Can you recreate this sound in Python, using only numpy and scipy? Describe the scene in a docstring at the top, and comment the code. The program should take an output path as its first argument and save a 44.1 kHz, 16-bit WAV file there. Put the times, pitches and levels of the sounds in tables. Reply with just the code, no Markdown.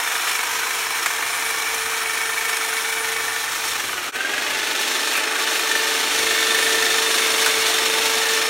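"""An electric hedge trimmer shapes a shrub in an open yard, two to three metres from the microphone:
first screened by the bush, then, after a brief hush, closer and in the clear.
The motor hums, its pinion and fan whine, and the blades knock and rattle at each turn of the crank.
Foliage scrapes along the bar; twigs snap between the teeth and slow the motor, which coasts down
before the hush and spins up after it. A faint outdoor rumble lies underneath."""
import numpy as np
from scipy import signal
from scipy.fft import rfft, irfft, next_fast_len
from scipy.ndimage import map_coordinates
import sys
import numpy as np
from scipy import signal
from scipy.fft import rfft, irfft, next_fast_len
from scipy.io import wavfile
from scipy.ndimage import map_coordinates

SR = 44100
rng = np.random.default_rng(int(sys.argv[2]) if len(sys.argv) > 2 else 0)


def store_pcm(level_fs):
    """Save levels as 16-bit WAV."""
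    pcm = np.round(np.clip(level_fs, -1, 1) * 32767).astype(np.int16)
    wavfile.write(sys.argv[1], SR, np.atleast_2d(pcm).T)


N = 374409
TIME = np.arange(N) / SR
FFT_SIZE = next_fast_len(N)
BIN_HZ = np.maximum(np.arange(FFT_SIZE // 2 + 1) * SR / FFT_SIZE, 1)

NEAR_START_S = 4.1175   # the far pass ends and the near pass begins
FREE_FAR_HZ, FREE_NEAR_HZ = 449.4, 447.4   # free-running motor speed in each pass

# Twigs being cut: start_s, relative_level_db, decay_t60_s, motor_braking_hz
TWIG_CUTS = [(0.273, -17, 0.051, 0.94), (0.293, -15, 0.06, 1.9), (.312, -19, 0.039, 0.57),
             (1.0592, -9.5, 0.056, 6.2), (2.495, -14, 0.036, 0.32), (2.53, -23, .04, 0.46),
             (2.567, -13, 0.036, 2.3), (5.13, -18, 0.09, 3.5), (5.17, -16.5, 0.1, 3.2),
             (7.459, -9.5, 0.12, 4.9), (7.785, -9, 0.028, .3)]


def from_db(db):
    """Decibels to gain."""
    return 10 ** (np.asarray(db) / 20)


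def unit_power(x):
    """Scale to an RMS of one."""
    return x / np.sqrt(np.mean(x ** 2) + 1e-20)


def in_time(rows):
    """Each column after time_s as a curve, sample by sample."""
    times, *columns = np.transpose(rows)
    return [np.interp(TIME, times, column) for column in columns]


def colour(points):
    """Gain at every frequency from rows of frequency_hz, level_db."""
    hz, db = np.transpose(points)
    return from_db(np.interp(np.log(BIN_HZ), np.log(hz), db))


def shaped(x, gain):
    """Filter by a gain per frequency and scale to unit power."""
    return unit_power(irfft(rfft(x, FFT_SIZE) * gain, FFT_SIZE)[:N])


def drift(rate_hz):
    """Smooth random wander with a spread of one."""
    points = rng.standard_normal(16384)
    hz = np.arange(len(points) // 2 + 1) * SR / N
    slow = unit_power(irfft(rfft(points) / (1 + (hz / rate_hz) ** 2)))
    return np.interp(TIME, np.linspace(0, N / SR, len(slow)), slow)


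def contacts(per_s, spread_db):
    """Random tiny impacts of uneven size."""
    sizes = from_db(spread_db * np.minimum(rng.exponential(1, N), 4))
    return unit_power((rng.random(N) < per_s / SR) * sizes * rng.standard_normal(N))


def blend(far, near, nearness):
    """Pass from behind the bush (nearness 0) to close by (1)."""
    return far + nearness * (near - far)


def yard():
    """Faint, gusty low rumble of the open air."""
    # Outdoor rumble: frequency_hz, relative_level_db
    spectrum = [(20, -32), (35, -19), (55, -5.5), (90, -5), (150, -6), (300, -13), (1000, -28.5)]
    # Its level between gusts and lulls: time_s, level_db
    levels = [(0, -56.5), (1.75, -54), (2.2, -58), (3.6, -51), (4.7, -57), (4.95, -65), (5.75, -60),
              (6.25, -51.5), (8.49, -54)]
    gust_db = 2 * drift(2.5)
    return from_db(in_time(levels)[0] + gust_db) * shaped(rng.standard_normal(N), colour(spectrum))


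def reflections(x, strength, longest_s, sway_s, count):
    """Ground, trunks and the gardener throw back short echoes; their paths sway as the tool is swung."""
    out = x.copy()
    for lag_s in rng.uniform(0.001213, longest_s, count):
        positions = (TIME - lag_s - sway_s * drift(1.0)) * SR
        out += strength * map_coordinates(x, [positions], order=3)
    return out / np.sqrt(1 + count * strength ** 2)


def scrapes(stroke_db):
    """A branch or leaf drags over the teeth: fine slips in one resonance, pulsing with the stroke."""
    # Foliage along the bar: middle_s, length_s, level_db, centre_hz, width_hz
    drags = [(0.297, .08, -29.5, 2900, 1800), (.3, 0.051, -36, 10000, 8000), (4.815, .02, -34, 12000, 6000),
             (5.135, 0.011, -32, 11450, 6000), (5.173, 0.088, -27, 2550, 450),
             (5.175, 0.022, -27, 11500, 7000), (5.362, 0.32, -30.5, 1540, 451),
             (5.57, .1, -36, 12480, 5000)]
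    slips = contacts(per_s=9000, spread_db=1.0) * from_db(.5 * stroke_db)
    out = np.zeros(N)
    for middle_s, length_s, level_db, centre_hz, width_hz in drags:
        rasp = shaped(slips, 1 / (1 + (2 * (BIN_HZ - centre_hz) / width_hz) ** 2))
        swell = np.exp(-(2 * (TIME - middle_s) / length_s) ** 2)
        out += from_db(level_db) * swell * rasp
    return out


def twigs():
    """Each twig splinters in a short burst of cracks that dies away."""
    envelope = np.zeros(N)
    for start_s, level_db, t60_s, _ in TWIG_CUTS:
        age = np.clip(TIME - start_s, 0, 1)
        envelope += from_db(level_db - 60 * age / t60_s) * (1 - np.exp(-age / 0.0011))
    wood = colour([(200, -21.5), (800, -4), (1600, 7.5), (3500, -5.5), (8000, -4.5), (16000, -19.0)])
    return from_db(-2.5) * envelope * shaped(contacts(per_s=16000, spread_db=0.99), wood)


def motor_speed(release_s=3.751, coast_s=.261, spin_up_s=.292, bite_s=.015, recover_s=.283):
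    """Turns per second: drag slows the released motor, it spins up again, and each twig brakes it."""
    coast = FREE_FAR_HZ / (1 + np.maximum(TIME - release_s, 0) / coast_s) ** .34
    spin_up = FREE_NEAR_HZ - 76.8 * np.exp(-np.maximum(TIME - NEAR_START_S, 0) / spin_up_s)
    speed_hz = np.where(TIME < NEAR_START_S, coast, spin_up)
    for start_s, _, _, braking_hz in TWIG_CUTS:
        age = np.maximum(TIME - start_s, 0)
        speed_hz -= braking_hz * (1 - np.exp(-age / bite_s)) * np.exp(-age / recover_s)
    return speed_hz


def crank(turns, gear_ratio=17.75, knock_rattle_db=4, knock_load_db=11):
    """Swings of blade rattle and gear load in dB; play in the linkage makes each knock a little uneven."""
    # A hard reversal and a softer return: angle_turns, strength, rise_turns, fall_turns
    knocks = [(.09, 0.87, 0.034, 0.27), (.58, 0.02, 0.055, 0.071)]
    phase_turns = np.where(TIME < NEAR_START_S, .832, .426)
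    angle = turns / gear_ratio - phase_turns + .008 * drift(10)
    knock = np.zeros(N)
    for at, strength, rise, fall in knocks:
        since, until = (angle - at) % 1, (at - angle) % 1
        knock += strength * np.maximum(np.exp(-(since / fall) ** 1.5), np.exp(-(until / rise) ** 2))
    force = (knock - knock.mean()) * (1 + .18 * np.tanh(drift(10)))
    return knock_rattle_db * force, knock_load_db * force


def order_tone(turns, order, flutter_db):
    """A tone locked to the motor; the shaft's jitter blurs high orders more than low ones."""
    jitter = .13 * np.sqrt(order) * drift(14)
    flutter = from_db(flutter_db * np.tanh(drift(30)))
    return unit_power(np.sin(2 * np.pi * order * turns + jitter) * flutter)


def pinion(turns, load_db, order=4):
    """The gear whines in throbs: its teeth press hardest as the blades reverse."""
    # The pinion at 1 m, swelling as the tool is swung: time_s, whine_db, octave_db
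    levels = [(0, -28.5, -30), (.75, -33, -45), (1.0, -24, -45), (1.9, -26.5, -41), (2.45, -19.5, -33),
              (2.8, -26.5, -32), (3.3, -20, -39), (3.6, -28, -32), (4.0, -28, -29), (4.22, -18.5, -38),
              (4.5, -28, -29), (4.95, -25, -34), (5.4, -30, -39), (5.75, -18, -33), (6.05, -32, -36),
              (6.35, -19.5, -25.5), (7.0, -22, -25), (7.35, -31, -27), (7.95, -33, -25), (8.25, -23.5, -49)]
    whine_db, octave_db = in_time(levels)
    whine = unit_power(from_db(1.4 * load_db)) * order_tone(turns, order, flutter_db=2.5)
    octave = unit_power(from_db(0.96 * load_db)) * order_tone(turns, 2 * order, flutter_db=3.5)
    return from_db(whine_db) * whine + from_db(octave_db) * octave


def motor(turns, speed_db, load_db, nearness, rattle_db):
    """Unbalance hums and the fan whistles, swelling and fading as the tool is swung."""
    # How openly the housing faces the microphone: time_s, facing_db
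    facing = [(0, -7), (1.2, -5), (1.45, 1), (2.0, -2), (2.5, 2), (3.3, 1), (3.55, -7.5), (4.3, -10.5),
              (5.0, -5.5), (5.7, -5.5), (6.3, 1), (8.49, -0.5)]
    # Hum, octave, fifth order, fan at 1 m: order, far_db, near_db, facing_weight, flutter_db, speed_power
    main_tones = [(1, -31, -26, 1, .5, 1.214), (2, -39, -33.5, -0.36, 12.5, 3.7),
                  (5, -28, -32.5, 2.5, 18, 0.52), (21, -30.5, -31, 1, 3.5, 7)]
    # Weaker tones, relative to the blade rattle: order, far_db, near_db
    weak_tones = [(3, -20.5, -17.5), (9, -21.5, -24.5), (12, -20, -16.5), (24, -35, -40)]
    facing_db, = in_time(facing)
    out = np.zeros(N)
    for order, far_db, near_db, facing_weight, flutter_db, speed_power in main_tones:
        level_db = blend(far_db, near_db, nearness) + facing_weight * facing_db + speed_power * speed_db
        swing_db = 3 * np.tanh(drift(1.9))
        out += from_db(level_db + swing_db) * order_tone(turns, order, flutter_db)
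    # the weaker orders meet the body's resonances only near full speed
    off_speed_db = -10 * np.log10(1 + ((1 - from_db(speed_db)) / .025) ** 2)
    for order, far_db, near_db in weak_tones:
        level_db = rattle_db + off_speed_db + blend(far_db, near_db, nearness) + .4 * load_db
        out += from_db(level_db) * order_tone(turns, order, flutter_db=11.0)
    return out


def body_colours():
    """The tool's spectrum with its resonances: from behind the bush, and from close by."""
    # Blade noise, screened and close: frequency_hz, relative_level_db
    far_spectrum = [(160.0, -32.5), (300.0, -15.5), (430.0, -10), (620.0, -13.5), (850.0, -2.5),
                    (1600.0, -2), (1980.0, -4), (2280.0, -2), (2750.0, -7), (4000.0, -13), (4800.0, -18),
                    (5400.0, -12.5), (9400.0, -16), (10450.0, -18), (11300.0, -18.5), (15500.0, -23.5)]
    near_spectrum = [(160.0, -20), (280.0, -2.5), (400.0, 3), (660.0, -13.5), (860.0, -0.7), (1050.0, -4),
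                     (1500.0, -4), (2900.0, -1), (3600.0, -1.3), (4450.0, -3), (4900.0, -6), (5400.0, -5),
                     (9400.0, -10.5), (10450.0, -15.5), (11300.0, -14.5), (15500.0, -20)]
    # Peaks and hollows of housing and blade bar: centre_hz, width_hz, far_db, near_db
    resonances = [(247, 39, 2, 2.5), (558, 49, -4, 5.5), (612, 89, -5.5, 6.5), (704, 62, 2.5, 5.5),
                  (890, 170, -1, -2.5), (976, 210, 0, -5), (1540, 210, 2, 2), (2320, 210, 4, -1.5),
                  (3620, 97, -7.5, 2.5), (4885, 390, -2, -5), (6370, 330, 0, 1.5), (7200, 150, 3.5, 4.5),
                  (7630, 960, -2.5, -2), (10420, 450, -4.5, -2)]
    peaks_db = sum(np.outer(db, np.exp(-(2 * (BIN_HZ - hz) / width) ** 2))
                   for hz, width, *db in resonances)
    return [colour(far_spectrum), colour(near_spectrum)] * from_db(peaks_db)


def blade_band(drive, colours, nearness, low_hz, high_hz):
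    """One register of the tool's body, its colour passing from screened to close."""
    band = 1 / np.sqrt((1 + (low_hz / BIN_HZ) ** 16) * (1 + (BIN_HZ / high_hz) ** 16))
    far, near = (shaped(drive, band * gain) for gain in colours)
    return blend(far, near, nearness)


def blades(turns, stroke_db, nearness, rumble_db, rattle_db, hiss_db):
    """Steel slides and chatters on steel, in step with the crank and shaken by every turn of the motor."""
    shake = np.cos(2 * np.pi * turns)
    chatter = drift(72)
    leaves = drift(7.8)   # foliage brushes the bar in uneven flurries
    colours = body_colours()
    rumble = contacts(6000, 2.0) * from_db(0.6 * stroke_db)
    rattle = contacts(14000, 0.88) * from_db(stroke_db + 0.37 * shake + 0.33 * chatter)
    hiss = contacts(30000, 0.37) * from_db(0.65 * stroke_db + 0.35 * shake + chatter + 0.35 * leaves)
    sound = (from_db(rumble_db + 0.25) * blade_band(rumble, colours, nearness, 182, 625)
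             + from_db(rattle_db - 1.5) * blade_band(rattle, colours, nearness, 603, 2830)
             + from_db(hiss_db - 1.48) * blade_band(hiss, colours, nearness, 3040, 26000))
    return reflections(sound, strength=.13, longest_s=.007, sway_s=.00015, count=4)


def trimmer(turns, speed_hz, stroke_db, load_db):
    """Blades, pinion and motor as they reach the microphone, weakened by distance."""
    # How near and unscreened the tool is: time_s, nearness (0-1)
    exposure = [(0, 0.06), (3.2, 0.13), (4.0, 0.45), (4.3, 0.97), (8.49, 0.89)]
    # From microphone to tool: time_s, distance_m
    path = [(0, 2.59), (3.0, 3.1), (3.5, 3.3), (4.1, 3.14), (4.3, 2.75), (5.3, 2.5), (6.4, 2.14),
            (7.5, 1.92), (8.49, 2.12)]
    # Relative levels of housing rumble, blade rattle and blade hiss: far_db, near_db, speed_power
    noises = [(-35, -28.5, -0.57), (-15.5, -15.5, 0.59), (-20, -15.5, 1.1)]
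    # The hiss brightens and dulls: time_s, gain_db
    treble = [(3.3, 3), (3.72, 3.5), (4.05, 0.5), (4.2, -3), (4.4, -2.5), (4.8, .5), (5.17, .5),
              (5.28, -3.5), (5.45, 0.5), (6.4, 1.5), (8.49, 0.7)]
    nearness, = in_time(exposure)
    speed_db = 20 * np.log10(speed_hz / FREE_FAR_HZ)
    rumble_db, rattle_db, hiss_db = (blend(far_db, near_db, nearness) + speed_power * speed_db
                                     for far_db, near_db, speed_power in noises)
    tool = blades(turns, stroke_db, nearness, rumble_db, rattle_db, hiss_db + in_time(treble)[0])
    tool += pinion(turns, load_db)
    tool += motor(turns, speed_db, load_db, nearness, rattle_db)
    return tool / in_time(path)[0]


def hush(fade_s=0.033, floor_db=-32):
    """The level fades out and straight back in between the passes."""
    return np.clip(np.abs(TIME - NEAR_START_S) / fade_s, from_db(floor_db), 1)


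def scene():
    """The trimmer, the foliage and the yard at one microphone, the same in both channels."""
    speed_hz = motor_speed()
    turns = np.cumsum(speed_hz) / SR + .07 * drift(1.5)   # the shaft runs a little ahead and behind
    stroke_db, load_db = crank(turns)
    tool = trimmer(turns, speed_hz, stroke_db, load_db)
    mono = (tool + twigs() + scrapes(stroke_db) + yard()) * hush()
    return np.array([mono, mono])


def record(dry):
    """A steep low-pass takes off the highest treble."""
    cutoff_hz = 15750
    return signal.sosfilt(signal.ellip(12, .1, 90, cutoff_hz, fs=SR, output="sos"), dry)


dry = scene()
out = record(dry)
store_pcm(out)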